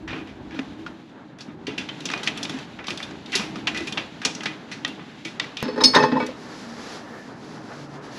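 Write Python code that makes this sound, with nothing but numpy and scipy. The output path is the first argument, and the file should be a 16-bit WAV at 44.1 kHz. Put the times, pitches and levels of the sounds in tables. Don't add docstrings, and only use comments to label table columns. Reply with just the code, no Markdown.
import sys
import numpy as np
from scipy import signal
from scipy.fft import rfft, irfft
from scipy.io import wavfile

SR = 44100
rng = np.random.default_rng(int(sys.argv[2]) if len(sys.argv) > 2 else 0)


def transcribe(signal):
    frames = np.atleast_2d(signal).T
    limited = np.clip(frames, -1, 1)
    pcm = np.round(limited * 32767).astype(np.int16)
    wavfile.write(sys.argv[1], SR, pcm)


N = 360738
TIME_S = np.arange(N) / SR
SPAN = 2 ** 14
AGE_S = np.arange(SPAN) / SR

# start_s, level_db, focus_hz, chatter_ms, tilt_db_per_octave, after_ring_db
JACK_KNOCKS = [(0.0762, -21.5, 1800, 15, -5.5, -4.5), (.1041, -24, 2600, 7.8, -8, -2),
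               (0.1293, -14, 2650, 11, -12.5, -13), (.1634, -26, 2440, 4.9, -8, -6),
               (0.2712, -33.5, 2180, 6.7, -3, -3), (0.5077, -30, 2070, 4.1, -6, -2),
               (0.545, -34, 1480, 3.8, -3, 1), (.581, -38, 1240, 4.3, -8, -14),
               (0.5906, -15.5, 2000, 3.7, -6, -41), (0.862, -24.5, 1410, 15, -6.5, -29),
               (1.3859, -36, 1750, 3.3, 3, -1), (1.4058, -28.5, 4730, 15, 2, -18),
               (1.4746, -35, 1220, 7, -13, -3), (1.668, -19, 2500, 9.2, -1, -8.5),
               (1.69, -25.5, 2970, 4.9, -9, -6), (1.7787, -17, 2500, 11.5, -.5, -7),
               (1.8871, -20, 3000, 8.5, -6.5, -11.5), (2.004, -28.5, 2780, 5.3, 6, -8),
               (2.0538, -14.5, 6600, 8.9, 1.5, -14), (2.089, -15, 3230, 2, -7, -29),
               (2.101, -15.5, 1770, 2.7, -2.5, -7), (2.114, -24, 5500, 5, 6, -18),
               (2.136, -11, 2840, 2.8, -7.5, -17.5), (2.175, -24, 1270, 6, -2, -27),
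               (2.2312, -19, 1230, 10, 1.5, -10), (2.2635, -20, 4200, 17, -4, -34),
               (2.2737, -6, 2570, 8.6, -2.5, -20.5), (2.36, -28, 2420, 8.7, -8, 1),
               (2.373, -24.5, 2800, 9.9, 9, -12), (2.4284, -18, 4530, 11, 8, -13),
               (2.4507, -16.5, 3270, 4.7, -5.5, -17), (2.4942, -19, 1230, 9.1, 1.5, -11.5),
               (2.586, -28.5, 1730, 8.7, 1, -14), (2.7884, -20.5, 2170, 9.7, -10.5, -16),
               (2.8412, -28.5, 2020, 4.5, -3, -4), (2.868, -24, 4400, 6, 9.5, -4),
               (2.882, -13.5, 3100, 3.7, -6, -11.5), (2.9032, -19, 2600, 6.4, 4.5, -13),
               (2.9733, -23.5, 3800, 5.8, 8.5, -9), (3.0018, -19.5, 1750, 2.2, -7, -11.5),
               (3.0268, -22, 3600, 12, 4.5, -12), (3.1078, -29.5, 1240, 6, -3, -9),
               (3.258, -28, 3500, 9.2, 0.5, -21), (3.3185, -23.5, 2960, 5.4, 4, 4.5),
               (3.3279, -18, 2270, 3.8, -6, 3), (3.3524, -8, 4470, 11, 9, -10),
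               (3.3948, -16.5, 2540, 6.1, -8.5, -4.5), (3.5562, -22, 1230, 8.8, -3.5, -18),
               (3.6705, -9, 2540, 14.5, -4.5, -16.5), (3.7455, -18, 1920, 6.4, -1.5, -2),
               (3.7722, -19, 3360, 11, 6.5, -20), (3.805, -26, 1990, 4.6, 4, -7),
               (3.8704, -18.5, 2500, 21, 3, -26), (3.923, -20, 3540, 6.1, 7, -14),
               (3.9732, -11, 2770, 11, -6.5, -14), (3.995, -26, 3430, 5.9, -1, -6),
               (4.216, -22.5, 1750, 7.8, -3, -5), (4.2499, -5.5, 6860, 9.7, -0.5, -13.5),
               (4.349, -20.5, 6530, 6, 2, -13), (4.4059, -19, 2130, 4, -5, -15),
               (4.433, -20, 1260, 6.7, -1, -13), (4.456, -9.5, 2330, 12.4, -4.5, -13.5),
               (4.7142, -23, 1700, 17, -0.5, -5), (4.848, -8.5, 3140, 2, -3.5, -19),
               (4.877, -34, 1210, 8.1, 11, -20), (4.9934, -27.5, 2140, 5, -9.5, -7),
               (5.2489, -19.5, 2110, 10.4, 1, -7), (5.3975, -9, 3640, 2.7, -3, -15.5),
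               (5.444, -33.5, 2000, 3.7, 1, -35), (5.5689, -17.5, 3460, 4.6, -1.5, -9.5),
               (5.6035, -24, 2650, 2.9, -3, -3.5), (5.837, -5.5, 4940, 11, 8, -19),
               (5.951, -16, 5000, 6, 10, -13), (6.2636, -29.5, 1920, 5.4, 14, -22)]


def from_db(db):
    return 10 ** (np.asarray(db) / 20)


def rms_one(x):
    return x / np.sqrt(np.mean(x ** 2) + 1e-20)


def peak_one(x):
    return x / np.max(np.abs(x))


def add(out, start_s, sound):
    i = round(start_s * SR)
    out[i:i + SPAN] += sound[:N - i]


def flicker(spread_db, rate_hz):
    knots = rng.standard_normal(1000)
    return from_db(spread_db * np.interp(TIME_S * rate_hz, np.arange(1000), knots))


def burst(rise_ms, fall_ms):
    rise = (1 - np.exp(-AGE_S * 1000 / max(rise_ms, .15))) ** 2
    return rise * np.exp(-AGE_S * 1000 / max(fall_ms, .3))


def coloured(spectrum, size, focus_hz=1000, tilt_db_per_octave=0, focus_db=0):
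    hz = np.maximum(np.arange(size // 2 + 1) * SR / size, 1)
    freq_hz, density_db = np.transpose(spectrum)
    octaves = np.log2(hz / focus_hz)
    shape_db = np.interp(np.log(hz), np.log(freq_hz), density_db)
    shape_db += tilt_db_per_octave * octaves + focus_db * np.exp(-(octaves / 0.61) ** 2)
    return rms_one(irfft(rfft(rng.standard_normal(size)) * from_db(shape_db), size))


def body(modes, max_t60_s):
    pitch_hz, level_db, t60_s = np.transpose(modes)
    decay = from_db(-60 * AGE_S / np.clip(t60_s, .01, max_t60_s)[:, None])
    polarity = (-1) ** np.arange(len(pitch_hz))[:, None]
    return pitch_hz, level_db, polarity * decay * np.sin(2 * np.pi * pitch_hz[:, None] * AGE_S)


def struck(part, contacts, spread_db, focus_hz=1000, tilt_db_per_octave=0, focus_db=0):
    pitch_hz, level_db, rings = part
    octaves = np.log2(pitch_hz / focus_hz)
    colour_db = focus_db * np.exp(-(octaves / .42) ** 2) + tilt_db_per_octave * octaves
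    strength = from_db(level_db + spread_db * rng.standard_normal(len(pitch_hz)) + colour_db)
    force = contacts * rng.standard_normal(SPAN)
    mode_force = np.abs(rfft(force))[np.round(pitch_hz * SPAN / SR).astype(int)]
    weight = strength / np.hypot(mode_force, .4 * np.linalg.norm(force))
    return peak_one(signal.fftconvolve(weight @ rings, force)[:SPAN])


def far_road():
    road_spectrum = [(15, -61), (25, -65), (48, 4), (97, 10), (130, -14.5), (170, -27), (290, -120)]   # freq_hz, density_db
    road_levels = [(0.0, -52), (0.59, -53.5), (1.23, -65), (1.69, -54), (2.07, -72), (2.39, -59.5),
                   (3.82, -55), (4.55, -70), (5.67, -64), (5.95, -55), (7.04, -64), (8.18, -63)]
    gain = from_db(np.interp(TIME_S, *np.transpose(road_levels)))
    return gain * flicker(spread_db=3.5, rate_hz=17) * coloured(road_spectrum, N)


def frame_shake():
    power = np.zeros(N)
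    follow_db_per_db = 0.55
    for start_s, level_db, *_ in JACK_KNOCKS:
        add(power, start_s, from_db(2 * follow_db_per_db * level_db) * burst(rise_ms=15.7, fall_ms=42))
    return np.sqrt(power)


def yard(hiss_gain):
    # freq_hz, density_db
    rumble_spectrum = [(53, -43.5), (90, -13.5), (124, -1.5), (162, 0.5), (236, 2.5), (318, 3.5),
                       (347, -9.5), (382, -2.5), (459, -15.5), (900, -12.5), (1170, -26), (1980, -120)]
    wash_spectrum = [(210, -21), (350, -4), (400, 0), (456, 0), (521, -3), (759, -3.5), (858, -5),
                     (1210, -6), (1700, -8), (2480, -21), (4000, -27), (5200, -58), (8800, -120)]
    hiss_spectrum = [(880, -51), (1500, -4.5), (2510, -4), (3810, -5), (5380, -16), (5830, -16),
                     (7240, -20), (9100, -37), (10600, -27.5), (16000, -68)]
    rest_levels = [(0, -40.5, -54, -57), (.23, -37.5, -47, -71), (.36, -41.5, -52, -57.5),
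                   (.7, -41.5, -51, -52), (1.09, -46, -52, -58.5), (1.5, -42, -52.5, -64.5),
                   (2.0, -41.5, -47.5, -46), (2.55, -39, -45, -44), (2.85, -42.5, -50.5, -55),
                   (3.2, -39, -51, -49), (3.85, -38, -44.5, -46), (4.1, -40.5, -49, -47.5),
                   (4.76, -41, -50, -51.5), (5.1, -42.5, -53, -52), (5.6, -44, -46.5, -51),
                   (6.33, -40.5, -44, -45), (6.991, -42.5, -41.5, -51), (7.47, -41.5, -45, -52),
                   (8.18, -41.5, -41.5, -56)]
    time_s, rumble_db, wash_db, hiss_db = np.transpose(rest_levels)
    shake = frame_shake()

    def layer(spectrum, rest_db, shake_db, spread_db, rate_hz):
        rest = from_db(np.interp(TIME_S, time_s, rest_db))
        gain = np.hypot(rest, from_db(shake_db) * shake)
        return gain * flicker(spread_db, rate_hz) * coloured(spectrum, N)

    rumble = layer(rumble_spectrum, rumble_db, shake_db=-34, spread_db=1.5, rate_hz=9)
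    wash = layer(wash_spectrum, wash_db, shake_db=-33.5, spread_db=2.24, rate_hz=25)
    hiss = layer(hiss_spectrum, hiss_db, shake_db=-38.5, spread_db=1.8, rate_hz=30)
    return rumble + wash + hiss_gain * hiss


def hums():
    tones = [(2.557, 0.022, 258.7, -26.5), (6.73, 0.089, 232, -37), (7.904, 0.17, 142.8, -41.5)]   # centre_s, half_length_s, pitch_hz, level_db
    out = np.zeros(N)
    for centre_s, half_length_s, pitch_hz, level_db in tones:
        swell = np.exp(-((TIME_S - centre_s) / half_length_s) ** 4)
        out += from_db(level_db) * swell * np.sin(2 * np.pi * pitch_hz * TIME_S)
    return out


def drones():
    resonances = [(323.2, 3.9, [(0, -43), (.25, -39), (.51, -51), (.56, -36.5), (.73, -70), (.79, -38),
                  (.9, -42), (1.13, -53), (1.36, -75), (1.52, -45), (1.6, -52)]), (1750, 63, [(6.4, -53),
                  (6.86, -58), (7.19, -44), (7.32, -65), (7.6, -77), (7.92, -62), (8.18, -54)])]
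    out = np.zeros(N)
    for pitch_hz, width_hz, levels in resonances:
        radius, angle = np.exp(-np.pi * width_hz / SR), 2 * np.pi * pitch_hz / SR
        feedback = [1, -2 * radius * np.cos(angle), radius ** 2]
        ring = signal.lfilter([1, 0, -1], feedback, rng.standard_normal(N))
        level_db = np.interp(TIME_S, *np.transpose(levels), left=-120, right=-120)
        out += from_db(level_db) * rms_one(ring)
    return out


def jacket():
    cloth_spectrum = [(1200, -14), (2000, 2.5), (3000, 0.5), (4700, 2.5), (5900, -1), (7100, -6.5),
                      (9000, -19), (10700, -13.5), (13600, -42), (16000, -58)]
    strokes = [(6.62, 0.72, -51.5), (6.96, 0.32, -45), (7.29, 0.48, -55), (7.54, 0.16, -52.5),
               (7.81, 0.2, -50), (7.95, 0.077, -55.5), (8.052, 0.026, -50), (8.18, .06, -44.5)]
    rest_db, stop_s = -67, 0.042
    gain = np.full(N, from_db(rest_db))
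    for loudest_s, swell_s, level_db in strokes:
        width_s = np.where(TIME_S < loudest_s, swell_s, stop_s)
        gain += from_db(level_db) * np.exp(-((TIME_S - loudest_s) / width_s) ** 2)
    return gain * flicker(spread_db=0.74, rate_hz=40) * coloured(cloth_spectrum, N)


def dry_click():
    steps = [(5.6277, -9, 0.94)]   # start_s, peak_db, decay_ms
    out = np.zeros(N)
    for start_s, peak_db, decay_ms in steps:
        sag = AGE_S * 1000 / decay_ms
        add(out, start_s, from_db(peak_db) * (1 - sag) * np.exp(-sag))
    return out


def hull_thumps():
    hull_modes = [(165, -8, 0.21), (210, 8.5, 0.04), (271, 2, 0.17), (331, 1, 0.3), (375, -10, 0.091),
                  (429, -9, 0.16)]
    jolts = [(.104, -30), (0.1322, -29), (0.1616, -31), (.545, -27.5), (.588, -21), (.861, -35),
             (1.4762, -30), (1.678, -22.5), (1.779, -27), (2.053, -25.5), (2.091, -28.5), (2.136, -31),
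             (2.427, -33.5), (2.494, -29), (2.883, -30), (2.905, -31.5), (3.106, -32.5), (3.352, -21.5),
             (3.394, -24.5), (3.671, -38), (3.771, -30), (3.804, -24), (3.92, -27.5), (4.255, -26),
             (4.349, -31.5), (4.459, -29.5), (5.251, -27.5)]
    out, hull = np.zeros(N), body(hull_modes, max_t60_s=0.14)
    lowpass = signal.butter(2, 575, fs=SR, output="sos")
    for start_s, level_db in jolts:
        impact = rng.standard_normal(SPAN) * burst(0.33, 4.5)
        thud = peak_one(signal.sosfilt(lowpass, impact))
        boom = struck(hull, burst(1.56, 4.9), spread_db=8.0)
        add(out, start_s, from_db(level_db) * (boom + from_db(-2) * thud))
    return out


def pings():
    notes = [(.863, 1420, -27, 0.044), (1.889, 3080, -23, 0.045), (1.781, 2700, -29, 0.11),
             (2.279, 2460, -32, 0.081), (3.671, 3280, -18, 0.07), (4.252, 5900, -23, 0.077),
             (4.848, 1910, -18.5, 0.039), (5.398, 1930, -17, 0.023), (5.443, 1990, -22.5, 0.027),
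             (5.808, 3840, -19, 0.044), (5.95, 3720, -10, .07), (6.033, 6180, -32, .04),
             (6.2, 2270, -25.5, 0.14)]
    out = np.zeros(N)
    for start_s, pitch_hz, peak_db, t60_s in notes:
        ring = from_db(-60 * AGE_S / t60_s) * np.sin(2 * np.pi * pitch_hz * AGE_S)
        touch = burst(0.49, 1.43) * rng.standard_normal(SPAN)
        add(out, start_s, from_db(peak_db) * peak_one(signal.fftconvolve(ring, touch)[:SPAN]))
    return out


def jack_knocks():
    jack_modes = [(866, -13, .05), (1240, -6, .08), (1450, -6, .05), (1660, -4, .05), (1830, -5, .05),
                  (2000, 0, .09), (2280, -2, .07), (2460, 1, .11), (2640, -3, .07), (2780, -2, .08),
                  (3130, 0, .08), (3420, 0, .09), (3640, -1, .08), (3800, -3, .05), (4260, -4, .04),
                  (4590, -8, .04), (4920, -9, .04), (5410, -10, .04), (5870, -7, .06), (6090, -14, .035),
                  (6360, -16, .03), (6700, -19, .025), (7200, -21, .025), (8200, -28, .025)]
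    frame_spectrum = [(290, -77), (500, -43.5), (668, -13), (795, -9), (2290, -3), (2500, 0.5), (5240, -2),
                      (5880, -3.5), (9090, -21.5), (10700, -20.5), (12500, -42), (14000, -50), (16000, -58)]
    out, jack = np.zeros(N), body(jack_modes, max_t60_s=.14)
    rise_ms = 0.78
    for start_s, level_db, focus_hz, chatter_ms, tilt_db_per_octave, after_ring_db in JACK_KNOCKS:
        colour = dict(focus_hz=focus_hz, tilt_db_per_octave=tilt_db_per_octave)
        frame_noise = coloured(frame_spectrum, SPAN, focus_db=7.5, **colour)
        snap = from_db(level_db + 9.0) * burst(0.49, 0.92)
        crack = peak_one(frame_noise * (burst(rise_ms, chatter_ms) + snap))
        contacts = burst(rise_ms, 0.2 * chatter_ms) + snap
        ring = struck(jack, contacts, spread_db=5.0, focus_db=11.0, **colour)
        ring_db = -7.5 + 0.7252 * tilt_db_per_octave
        buzz = struck(jack, burst(4.4, 26.7), spread_db=3.7, focus_db=6.0, **colour)
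        after_ring = from_db(-10.0) * frame_noise[::-1] * burst(9.0, 49) + 0.69 * buzz
        knock = 0.7 * crack + from_db(ring_db) * ring + from_db(after_ring_db) * after_ring
        add(out, start_s, from_db(level_db) * knock)
    return out


def coupler_latch():
    # pitch_hz, level_db, t60_s
    pin_modes = [(2219, -27, .3), (2900, -24, .05), (3596, -19, .11), (3800, -18, .06), (4090, -19, .06),
                 (4285, -19, .14), (4390, -15, .22), (4425, -12, .19), (4619, -21, .13), (4750, -19, .06),
                 (4975, -16, .14), (5117, -10, .09), (5203, -4, .13), (5290, -13, .06), (5450, -17, .05),
                 (5760, -19, .05), (6100, -23, .07), (6445, -20, .12), (8366, -28, .06), (8700, -29, .14),
                 (9960, -36, .14), (10550, -38, .1), (11050, -38, .13), (12000, -44, .06),
                 (12900, -44, .06)]
    tongue_modes = [(173, -2, 0.18), (215, -4, 0.39), (254, 8, 0.24), (318.4, 0.5, 0.38), (425, 6, 0.18),
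                    (470, -1, 0.63), (505, 8, 0.11), (626, 4, 0.1), (858, 3, 0.17), (899, 3.5, .11),
                    (1007, 7.5, 0.058), (1073, -6, 0.22), (1210, -4, 0.11), (1320, -27, 0.083),
                    (1475, -8, 0.36), (1814, -4, 0.3), (1862, -13, 0.15), (1901, -5.5, 0.14),
                    (2240, -35, 0.089), (2580, -5, 0.18), (3380, -12.5, 0.14), (6175, -46, 0.044)]
    clatter_spectrum = [(200, -31), (400, -22.5), (870, -3.5), (1800, -2.5), (2700, -20), (3800, -10.5),
                        (5100, -16), (7000, -38), (10900, -74), (16000, -100)]
    blows = [(5.626, -30.5, -17.5, -29, 260), (5.65, -47, -19.5, -30, 250), (5.678, -34, -17, -32, 410),
             (5.725, -41, -23.5, -52, 260), (5.757, -41, -21, -40, 412), (5.774, -37, -16, -33, 373),
             (5.802, -34, -14.5, -21, 980), (5.812, -19.5, -16.5, -42, 860), (5.836, -1.5, -14.5, -45, 253),
             (5.851, -4.5, -21, -48, 263), (5.874, -16, -24, -46, 447), (5.933, -26, -16.5, -18.5, 1040),
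             (5.944, -19, -18, -9.5, 1200), (5.954, -14.5, -5, -16, 1020), (5.962, -35, -7, -14.5, 1820),
             (5.973, -35, -10, -37, 845), (5.997, -27, -10, -48, 236), (6.022, -45, -15.5, -17.5, 447),
             (6.031, -34, -6, -21, 1040), (6.047, -32, -16, -33, 323), (6.079, -46, -19.5, -32, 245),
             (6.115, -54, -9, -26, 248), (6.15, -54, -10, -37, 250), (6.165, -41, -13, -36, 877),
             (6.198, -35.5, -13.5, -32, 1210), (6.221, -46, -16, -33, 253), (6.282, -50, -24.5, -50, 550)]
    pin, tongue = body(pin_modes, max_t60_s=.24), body(tongue_modes, max_t60_s=.2)
    lowpass = signal.butter(4, 4200, fs=SR, output="sos")
    rise_ms, chatter_ms = 2.05, 5.1
    pin_contacts = burst(.5 * rise_ms, chatter_ms) + 0.12 * burst(rise_ms, 34)
    tongue_contacts = burst(1.2 * rise_ms, chatter_ms) + .1 * burst(rise_ms, 25)
    clatter_contacts = burst(1.7 * rise_ms, 2 * chatter_ms) + 0.34 * burst(rise_ms, 31)
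    out = np.zeros(N)
    for start_s, pin_db, tongue_db, clatter_db, focus_hz in blows:
        ring = from_db(pin_db) * struck(pin, pin_contacts, spread_db=2.5)
        boom = struck(tongue, tongue_contacts, spread_db=3.0, focus_hz=focus_hz, focus_db=10.5)
        boom = from_db(tongue_db) * signal.sosfilt(lowpass, boom)
        clatter = from_db(clatter_db) * coloured(clatter_spectrum, SPAN) * clatter_contacts
        add(out, start_s, ring + boom + clatter)
    return out


def scene():
    radiated_band = signal.butter(4, [140, 15500], "band", fs=SR, output="sos")
    trailer = signal.sosfilt(radiated_band, jack_knocks() + pings() + hull_thumps() + coupler_latch())
    jacket_from_s, fade_s = 6.3, 0.11
    jacket_gain = np.clip((TIME_S - jacket_from_s) / fade_s, 0, 1)
    background = far_road() + yard(hiss_gain=1 - jacket_gain) + jacket_gain * jacket()
    mid = trailer + background + dry_click() + hums() + drones()
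    top = signal.sosfilt(signal.butter(8, 12500, "high", fs=SR, output="sos"), mid)
    treble = signal.sosfilt(signal.butter(1, 2500, "high", fs=SR, output="sos"), mid)
    side = np.roll(from_db(0.5) * top + from_db(-46.0) * treble, 397)
    return np.array([mid + side, mid - side])


def record(dry):
    notch_hz, width_hz, stopband_hz = 8980, 430, 16400
    notched = signal.lfilter(*signal.iirnotch(notch_hz, notch_hz / width_hz, SR), dry)
    clipped = np.clip(notched, -1, 1)
    return signal.sosfilt(signal.cheby2(12, 70, stopband_hz, fs=SR, output="sos"), clipped)


dry = scene()
out = record(dry)
transcribe(out)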